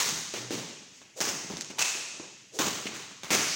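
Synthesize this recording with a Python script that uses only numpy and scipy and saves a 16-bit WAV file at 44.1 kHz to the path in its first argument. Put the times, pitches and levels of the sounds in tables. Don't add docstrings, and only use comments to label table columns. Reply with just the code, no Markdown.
import sys
import numpy as np
from scipy import signal
from scipy.fft import rfft, irfft
from scipy.io import wavfile
from scipy.ndimage import uniform_filter1d

SR = 44100
rng = np.random.default_rng(int(sys.argv[2]) if len(sys.argv) > 2 else 0)


def wrap_up_sound(samples):
    columns = np.atleast_2d(samples).T
    tamed = np.clip(columns, -1, 1)
    steps = np.round(tamed * 32767).astype(np.int16)
    wavfile.write(sys.argv[1], SR, steps)


def nominal_scale(level):
    x = np.asarray(level, float) / 20
    return 10 ** x


N = 156555
SPAN = 65536

# start_s, level_db, ring_hz, ring_db, tilt_db_per_octave
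NEAR_HITS = [
    (-.002, -5.5, 1160, -35.5, 0.49),
    (1.205, -7, 2000, -38.5, -0.2),
    (2.589, -4.5, 1070, -34, -0.14),
]
LIFTS = [
    (1.785, -12.5, 2584, -19.5, 0.06),
]
CLEARS = [
    (3.305, -3, 2220, -31.5, -0.52),
]
# delay_s, level_db
NEAR_ECHOES = [(.0032, -4), (.0062, -4), (.0112, -6), (.0162, -9)]
LIFT_ECHOES = [(.0078, 6.5), (.0135, 2), (.0312, -1), (.0385, 0)]
CLEAR_ECHOES = [(.0028, -2), (.013, -3), (.0312, -3), (.0385, -2)]
FOOT_ECHOES = [(.0062, -9), (.0112, -7), (.0362, -10)]
# frequency_hz, t60_s
HALL_T60 = [(100, 1.13), (300, 0.73), (800, 0.95), (2600, 1.34), (6000, 1.41), (10000, 1.14), (13000, 0.9),
            (16000, 0.8)]
# rise_s, wall_return_s, wall_spread_s, wall_swell_db
NEAR_HALL = (.003, .086, .018, 3)
FAR_HALL = (.006, .04, .012, 2.5)
FOOT_HALL = (.008, .08, .02, 2)
# frequency_hz, level_db_per_hz
AIR = [(60, -4), (130, 7), (300, 0.5), (750, -10), (2500, -3.5), (6000, -10.5), (11000, -5), (15000, -15)]
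# start_s, thud_db, thud_hz, slap_db, hall_db
STEPS = [(.06, -31.5, 212, -45, -20.5), (0.158, -32.5, 182, -27, -30.5), (.339, -27.5, 323, -10, -28),
         (.507, -24.5, 255, -11, -22), (0.934, -65, 199, -36.5, -28.5), (1.017, -52, 285, -25, -31.5),
         (1.205, -23, 275, -36, -29), (1.271, -26.5, 295, -29, -23.5), (1.446, -34.5, 244, -42, -25.5),
         (1.5, -26.5, 230, -16, -26.5), (1.702, -35.5, 328, -17.5, -33), (2.14, -41, 290, -37, -25),
         (2.198, -29, 278, -25, -34), (2.243, -38.5, 312, -25.5, -40), (2.59, -19, 256, -32, -25.5),
         (2.856, -27.5, 258, -19, -28.5), (2.94, -51, 302, -21.5, -18.5), (3.11, -47.5, 202, -23.5, -32),
         (3.234, -43, 297, -12, -28.5), (3.307, -25, 248, -55, -18), (1.95, -39.5, 323, -48, -19)]
# start_s, level_db, pitch_hz, swell_s, fade_s
BOOMS = [
    (0.341, -36, 122, 0.13, .15),
    (0.509, -47, 127, .01, 0.071),
    (1.5, -46, 69.6, .02, 0.052),
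]
# peak_s, level_db, centre_hz, rise_s, hiss_db
SCUFFS = [
    (.36, -42.5, 2640, 0.026, -5),
    (.97, -68, 2310, 0.042, 11.5),
    (1.708, -45, 2580, 0.0091, -5),
    (2.871, -35.5, 2480, 0.0083, -8),
]
# peak_s, level_db, whoosh_hz, rise_s, string_hiss_db
SWISHES = [
    (1.183, -41.5, 490, 0.017, -1),
    (1.784, -41, 920, 0.0043, -19),
    (2.559, -44, 444, 0.025, -1),
    (3.298, -52, 870, 0.014, -16),
]
# start_s, level_db, centre_hz, width_hz, hall_db
TICKS = [
    (1.57, -11, 4640, 8000, -44),
    (1.61, -3.5, 4170, 5950, -41),
    (2.868, -7, 2410, 705, -26),
    (3.49, -4.5, 4920, 950, -20.5),
]
# frequency_hz, gain_db
MIC = [(40, -19), (90, -5), (135, -2), (5000, 1.5), (6500, 7.5), (9000, -5.5), (12800, -14.5),
       (15000, -4.5)]

CRACK_S, SLAP_S, ECHO_S = .0009, .0054, .0015


def curve(hz, points):
    p = np.array(points, float)
    return np.interp(np.log(np.maximum(hz, 1)), np.log(p[:, 0]), p[:, 1])


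def colour(x, points):
    log_gain = curve(np.fft.rfftfreq(4096, 1 / SR), points) * np.log(10) / 20
    cepstrum = irfft(log_gain)
    cepstrum[1:2048] *= 2
    cepstrum[2049:] = 0
    response = irfft(np.exp(rfft(cepstrum)))[:2048]
    return signal.fftconvolve(x, response)[:len(x)]


def band(x, hz, width_hz):
    return signal.lfilter(*signal.iirpeak(min(hz, .45 * SR), hz / width_hz, SR), x)


def click(size=4096):
    return 1. * (np.arange(size) == 0)


def hit(db, ring_hz, ring_db, tilt_db):
    t = np.arange(4096) / SR
    body = [(70, -12), (250, -2 * tilt_db + 1), (1200, 4.0), (10000, 5.4 * tilt_db)]
    crack = colour(click(), body)
    ring_t60_s = .011
    ring = nominal_scale(ring_db - 60 * t / ring_t60_s) * np.cos(2 * np.pi * ring_hz * t)
    return nominal_scale(db) * (crack + ring)


def rough_contact(decay_s, size=1024):
    spatter = rng.standard_normal(size) * np.exp(-np.arange(size) / SR / decay_s)
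    return .5 * click(size) + .87 * spatter / np.sqrt(np.sum(spatter ** 2))


def hall_bands():
    f, t = np.fft.rfftfreq(SPAN, 1 / SR), np.arange(SPAN) / SR
    centre_hz = 60 * 2 ** (np.arange(18) / 2)
    octaves = np.log2(np.maximum(f, 1) / centre_hz[:, None])
    share = np.cos(np.pi / 2 * np.clip(2 * octaves, -1, 1)) ** 2
    noise = irfft(rfft(rng.standard_normal(SPAN)) * share)
    decay = nominal_scale(-60 * t / curve(centre_hz, HALL_T60)[:, None])
    return noise, decay


def hall_tail(bands, tail_db, rise_s, wall_s, spread_s, wall_db):
    t = np.arange(SPAN) / SR
    noise, decay = bands
    place_gain = nominal_scale(1.2 * rng.standard_normal(len(noise)))
    tail = place_gain @ (np.roll(noise, rng.integers(SPAN), axis=1) * decay)
    clump_s = .003
    clumps = uniform_filter1d(rng.standard_normal(SPAN), int(clump_s * SR)) * np.sqrt(clump_s * SR)
    level_db = tail_db + wall_db * np.exp(-((t - wall_s) / spread_s) ** 2)
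    level_db += 2.5 * clumps * np.exp(-t / .13)
    level_db += 2.5 * np.exp(-t / .02)
    return tail * nominal_scale(level_db) * (1 - np.exp(-t / rise_s))


def place_in_hall(out, at_s, sound, contact_s, bands, echoes, tail_db, *hall):
    room = hall_tail(bands, tail_db, *hall)
    room[:1024] += rough_contact(contact_s)
    for delay_s, db in echoes:
        room[int(delay_s * SR):][:1024] += nominal_scale(db) * rough_contact(ECHO_S)
    i = int(at_s * SR)
    heard = signal.fftconvolve(room, sound)[max(-i, 0):N - i]
    out[max(i, 0):max(i, 0) + len(heard)] += heard


def hall_air():
    air = colour(rng.standard_normal(N), AIR)
    return nominal_scale(-57) * air / air.std()


def footfall(thud_db, thud_hz, slap_db):
    thud = band(band(click(), thud_hz, .9 * thud_hz), thud_hz, 2.5 * thud_hz)
    thud /= np.abs(thud).max()
    slap = colour(click(), [(200, 9.5), (1000, 4.5), (2800, 3), (7000, -3.5), (15000, -5)])
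    return nominal_scale(thud_db) * thud + nominal_scale(slap_db) * slap


def boom(at_s, db, hz, swell_s, fade_s):
    t = np.maximum(np.arange(N) / SR - at_s, 0)
    shape = (1 - np.exp(-t / swell_s)) * np.exp(-(t / fade_s) ** 2 / 2)
    return nominal_scale(db) * shape * np.sin(2 * np.pi * hz * t)


def rush(peak_s, db, hz, rise_s, hiss_db):
    t = np.arange(N) / SR - peak_s
    shape = np.exp(-(t / np.where(t < 0, rise_s, 1.5 * rise_s)) ** 2)
    body = band(band(rng.standard_normal(N), hz, .5 * hz), hz, .65 * hz)
    hiss = band(rng.standard_normal(N), 8000, 10400)
    return nominal_scale(db) * shape * (body / body.std() + nominal_scale(hiss_db) * hiss / hiss.std())


def scuff(peak_s, db, hz, rise_s, hiss_db):
    return rush(peak_s, db, hz, rise_s, hiss_db)


def swish(peak_s, db, whoosh_hz, rise_s, string_hiss_db):
    return rush(peak_s, db, whoosh_hz, rise_s, string_hiss_db)


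def tick(db, hz, width_hz):
    return nominal_scale(db) * band(click(), hz, width_hz)


def scene():
    out, bands = np.zeros(N), hall_bands()
    for rows, echoes, tail_db, hall in [(NEAR_HITS, NEAR_ECHOES, -22.5, NEAR_HALL),
                                        (LIFTS, LIFT_ECHOES, -15.5, FAR_HALL),
                                        (CLEARS, CLEAR_ECHOES, -18.5, FAR_HALL)]:
        for at_s, *how in rows:
            place_in_hall(out, at_s, hit(*how), CRACK_S, bands, echoes, tail_db, *hall)

    bass_gain = nominal_scale(-5 * (np.arange(18) < 8))
    foot_bands = bands[0] * bass_gain[:, None], bands[1]
    for at_s, thud_db, hz, slap_db, hall_db in STEPS:
        step = footfall(thud_db, hz, slap_db)
        place_in_hall(out, at_s, step, SLAP_S, foot_bands, FOOT_ECHOES, hall_db, *FOOT_HALL)
    for at_s, db, hz, width_hz, hall_db in TICKS:
        sound = tick(db, hz, width_hz)
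        place_in_hall(out, at_s, sound, CRACK_S, bands, FOOT_ECHOES, hall_db, *FOOT_HALL)

    out += sum(boom(*row) for row in BOOMS)
    out += sum(scuff(*row) for row in SCUFFS)
    out += sum(swish(*row) for row in SWISHES)
    out = colour(out + hall_air(), MIC)
    return np.array([out, out])


def hush(x):
    noise_db, depth_db = -85, -8
    cells = signal.stft(x, nperseg=512)[2]
    power = uniform_filter1d(np.abs(cells) ** 2, size=5, axis=-1)
    power = uniform_filter1d(power, size=5, axis=-2) + 1e-18
    gain = np.maximum(1 - nominal_scale(2 * noise_db) / power, nominal_scale(depth_db))
    return signal.istft(cells * gain, nperseg=512)[1][:, :N]


def roll_off(x):
    return signal.sosfilt(signal.butter(12, 17110, fs=SR, output="sos"), x)


def record(dry):
    rounded = np.tanh(2.5 * dry) / 2.5
    top_cut = signal.ellip(8, .2, 45, 15900, fs=SR, output="sos")
    finished = hush(signal.sosfilt(top_cut, rounded))
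    return roll_off(finished)


dry = scene()
out = record(dry)
wrap_up_sound(out)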